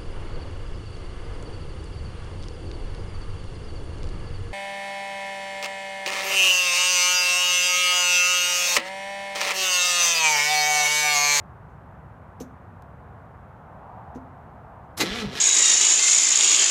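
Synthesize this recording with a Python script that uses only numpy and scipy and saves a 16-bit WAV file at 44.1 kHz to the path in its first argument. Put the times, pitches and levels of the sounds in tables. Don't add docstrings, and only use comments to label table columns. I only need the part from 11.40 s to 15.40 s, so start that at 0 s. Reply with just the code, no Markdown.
import sys
import numpy as np
from scipy import signal
from scipy.io import wavfile
from scipy.ndimage import uniform_filter1d

SR = 44100
rng = np.random.default_rng(int(sys.argv[2]) if len(sys.argv) > 2 else 0)


def waveform_to_disk(signal):
    frames = np.transpose(np.atleast_2d(signal))
    scaled = np.clip(frames, -1, 1) * 32767
    samples = np.round(scaled).astype(np.int16)
    wavfile.write(sys.argv[1], SR, samples)


N = 4 * SR

# t/s, gear grind/dB, block drone/dB, grind treble gain/dB
CRANKING = [(3.62, -38, -48, 8), (3.675, -31.5, -36, -1.5), (3.73, -32, -38, -4.5), (3.77, -34, -34.5, 1),
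            (3.805, -32, -35, 1.5), (3.85, -39.5, -34.5, -2), (3.9, -42.5, -37, -6), (3.945, -39, -37, 3),
            (3.985, -30, -43, 3), (4, -30.5, -44, 2.5)]


def starter():
    # f/Hz, level/dB
    grind_spectrum = [(20, -37), (300, -9), (700, -10.5), (1200, -5), (1900, -1), (2600, -2), (3300, 1.4),
                      (4500, -5), (5700, -6), (6500, -11), (8500, -19), (11000, -23), (15000, -34)]
    drone_spectrum = [(15, -40), (35, -12), (70, 2), (200, 5), (320, -3), (480, -1), (750, -11.5),
                      (1200, -11.5), (3000, -41), (9000, -84)]
    engaged = np.arange(N) / SR > CRANKING[0][0]
    grind = gear_teeth(scrape_share=0.81, decay_teeth=1.0, uneven_db=1.2)
    treble = signal.sosfiltfilt(signal.butter(2, 6000, "high", fs=SR, output="sos"), grind)
    grind += treble * (amp(curve(CRANKING, column=3)) - 1)
    grind *= engaged * amp(curve(CRANKING, column=1))
    drone = gear_teeth(scrape_share=0.38, decay_teeth=0.52, uneven_db=1.7)
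    drone *= engaged * amp(curve(CRANKING, column=2))
    return colour(grind, grind_spectrum, mesh=1.15) + colour(drone, drone_spectrum, mesh=0.99)


def gear_teeth(scrape_share, decay_teeth, uneven_db):
    # t/s, f/Hz
    mesh_rate = [(3.62, 100), (3.68, 180), (3.725, 212), (3.77, 250), (3.81, 220), (3.84, 210), (3.87, 148),
                 (3.92, 122), (4, 158.4)]
    jitter = 0.015 * unit(uniform_filter1d(rng.standard_normal(N), size=200))
    teeth_passed = np.cumsum(curve(mesh_rate) * (1 + jitter)) / SR
    tooth = teeth_passed.astype(int)
    force = amp(uneven_db * rng.standard_normal(N))[tooth]
    knocks = np.diff(tooth, prepend=0) * force
    scrape = np.exp(-(teeth_passed % 1) / decay_teeth) * force * rng.standard_normal(N)
    engaged = slice(round(CRANKING[0][0] * SR), N)
    knocks = (knocks - knocks.mean()) / knocks[engaged].std()
    scrape /= scrape[engaged].std()
    return np.sqrt(1 - scrape_share) * knocks + np.sqrt(scrape_share) * scrape


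def compressions():
    # t/s, f/Hz, level/dB, 1/e half-width/s
    thumps = [(3.718, 50.5, -32, 0.012), (3.862, 62.7, -34, 0.015), (3.876, 139, -31.5, 0.018)]
    t = np.arange(N) / SR
    return -sum(amp(db) * np.exp(-((t - at_s) / width_s) ** 2) * np.cos(2 * np.pi * hz * (t - at_s))
                for at_s, hz, db, width_s in thumps)


def solenoid():
    # t/s, level/dB
    scrapes = [(3.569, -52), (3.5727, -40), (3.576, -34.5), (3.585, -35)]
    # t/s, slam/dB, thud/dB
    impacts = [(3.595, -30.5, -32.5), (3.6025, -22.5, -38), (3.608, -19.5, -30.5), (3.620, -25.5, -32.5)]
    # f/Hz, level/dB
    slide_spectrum = [(300, -7), (1500, -7.5), (2600, -10), (4200, -3.5), (6500, -8), (8800, -11),
                      (11000, -8), (15000, -17)]
    slam_spectrum = [(200, -15.5), (700, -3.5), (1300, -2), (1950, 0), (2700, -0.5), (3400, 0.5), (4200, 3),
                     (5700, -4.5), (6500, -1.5), (8800, -13.5), (10800, -11), (15000, -18)]
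    slide, slams, thuds = np.zeros((3, N))
    for at_s, db in scrapes:
        add(slide, at_s, rattle(db, hold_s=0.0071, t60_s=0.082, tail_db=-24, tail_t60_s=0.2))
    for at_s, slam_db, thud_db in impacts:
        add(slams, at_s, rattle(slam_db, hold_s=0.0053, t60_s=0.074, tail_db=-24.5, tail_t60_s=0.26))
        add(thuds, at_s, rattle(thud_db, hold_s=0.017, t60_s=0.2, tail_db=-30, tail_t60_s=0.3))
    return (colour(slide, slide_spectrum, slam=0.45) + colour(slams, slam_spectrum, slam=1)
            + body_thud(thuds, slam=0.96))


def relay():
    # t/s, snap/dB, thud/dB, panel ring/dB, thud delay/s, treble damping 0-1
    switchings = [(1.001, -46.5, -38.5, -39, .001, 0.01), (2.748, -55.5, -45, -39, 0.0081, 0.65)]
    # f/Hz, level/dB, t60/s
    panel_modes = [(243.2, -1, 0.4), (260, 2.5, 0.48), (375, -10, 0.13), (421, -6.5, 0.081),
                   (496, -5.5, .14)]
    # t/s, level/dB
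    faint_ticks = [(.2916, -80), (3.4405, -81)]
    # f/Hz, level/dB
    snap_spectrum = [(300, 4), (1500, -15), (2500, -9), (5000, -9), (6250, 1.5), (7300, -6), (8800, -15.5),
                     (10500, -10.5), (15000, -14)]
    snaps, thuds, panel = np.zeros((3, N))
    t = np.arange(SR // 2) / SR
    ring = sum(amp(db - 60 * t / t60_s) * np.sin(2 * np.pi * hz * (t + rng.random()))
               for hz, db, t60_s in panel_modes)
    ring *= np.minimum(t / 0.0036, 1)
    for at_s, snap_db, thud_db, ring_db, delay_s, damping in switchings:
        snap = rattle(snap_db, hold_s=0.016, t60_s=0.081, tail_db=-18.5, tail_t60_s=0.37)
        thud = rattle(thud_db, hold_s=0.014, t60_s=0.11, tail_db=-13, tail_t60_s=0.6)
        add(snaps, at_s, signal.lfilter([1 - damping], [1, -damping], snap))
        add(thuds, at_s + delay_s, thud)
        add(panel, at_s + delay_s, amp(ring_db) * ring)
    for at_s, db in faint_ticks:
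        add(snaps, at_s, rattle(db, hold_s=0.012, t60_s=0.12, tail_db=-28, tail_t60_s=0.2))
    return colour(snaps, snap_spectrum) + body_thud(thuds) + panel


def rattle(db, hold_s, t60_s, tail_db, tail_t60_s):
    t = np.arange(SR // 2) / SR
    early = amp(-60 * np.maximum(t - hold_s, 0) / t60_s)
    tail = amp(tail_db - 60 * t / tail_t60_s)
    return amp(db) * (early + tail) * rng.standard_normal(len(t))


def body_thud(blows, slam=0):
    # f/Hz, level/dB
    thud_spectrum = [(20, -53), (60, -18), (150, -6), (260, -2), (340, -5), (470, -3.5), (700, -15),
                     (1500, -31), (4000, -56)]
    return colour(blows, thud_spectrum, slam=slam)


def dry_tick():
    impulse = np.zeros(N)
    add(impulse, at_s=1.4233, sound=amp([-37]))
    return signal.lfilter([1], [1, -0.45], impulse)


def street():
    # f/Hz, level/dB
    town_spectrum = [(12, -57), (20, -30), (37, -21), (47, -9.5), (62, -2), (115, -1.5), (165, -5),
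                     (213, -10), (306, -17), (400, -17), (500, -16), (700, -14.5), (880, -13.5),
                     (1100, -16), (1500, -20.5), (2200, -33.5), (3300, -45.5), (4800, -54.5), (7000, -55.5),
                     (10000, -57.5), (15000, -59)]
    tyre_spectrum = [(200, -30.5), (480, -12), (720, 2.5), (900, -0.5), (1300, -11.5), (2000, -28.5),
                     (3200, -41.5), (5000, -51), (12000, -73)]
    # t/s, level/dB
    tyre_swell = [(0, -67.5), (1.55, -61), (1.72, -56), (1.88, -52), (2.07, -60.5), (2.3, -50), (2.5, -45),
                  (2.7, -46), (2.9, -51.5), (3.1, -51.5), (3.32, -49.5), (3.55, -52.5), (4, -49.5)]
    rumble = amp(-45) * unit(colour(rng.standard_normal(N + SR), town_spectrum)[SR:])
    tyres = amp(curve(tyre_swell)) * colour(rng.standard_normal(N), tyre_spectrum)
    return rumble + tyres


def colour(x, spectrum, slam=0, mesh=0):
    # f/Hz, width/Hz, slam lift/dB, mesh lift/dB
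    resonances = [(203, 22, 5, 9), (250, 19, 1, 4.5), (292, 27, 9, 0.5), (336, 22, 9, 3), (383, 22, 9, 4.5),
                  (427, 45, 5, 8), (521.6, 19, 11.5, 3), (718, 33, 9.5, 8.5), (865, 110, 9, 0),
                  (1162, 36, 8, 5), (1309, 23, 12, 10), (1380, 42, 4, 4), (1690, 45, 8, 10),
                  (1880, 29, 9.5, 3), (1970, 30, 8.5, 8), (2060, 35, 11.5, 3), (2254, 21, 7, 9),
                  (2450, 34, 6, 8), (3530, 19, 3, 7), (4050, 70, 7, 8), (4450, 25, 5, 1), (6000, 25, 5, -3)]
    hz = np.fft.rfftfreq(8192, 1 / SR)
    point_hz, point_db = np.transpose(spectrum)
    db = np.interp(np.log(hz + 1), np.log(point_hz), point_db)
    for centre_hz, width_hz, slam_db, mesh_db in resonances:
        db += (slam * slam_db + mesh * mesh_db) / (1 + (2 * (hz - centre_hz) / width_hz) ** 2)
    log_gain = np.log(amp(np.r_[db, db[-2:0:-1]]))
    minimum_phase = np.exp(np.conj(signal.hilbert(log_gain)))
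    taps = np.fft.ifft(minimum_phase).real[:len(hz)]
    return signal.fftconvolve(x, taps / np.linalg.norm(taps))[:len(x)]


def amp(db):
    return 10 ** (np.asarray(db) / 20)


def unit(x):
    return x / np.sqrt(np.mean(x ** 2) + 1e-20)


def curve(table, column=1):
    rows = np.array(table)
    return np.interp(np.arange(N) / SR, rows[:, 0], rows[:, column])


def add(mix, at_s, sound):
    part = mix[round(at_s * SR):][:len(sound)]
    part += sound[:len(part)]


def scene():
    return (street() + relay() + dry_tick() + solenoid() + starter() + compressions())[None]


def record(dry):
    taps = signal.firwin(511, 15500, window=("kaiser", 9), fs=SR)
    return signal.oaconvolve(dry, taps[None], "same")


dry = scene()
out = record(dry)
waveform_to_disk(out)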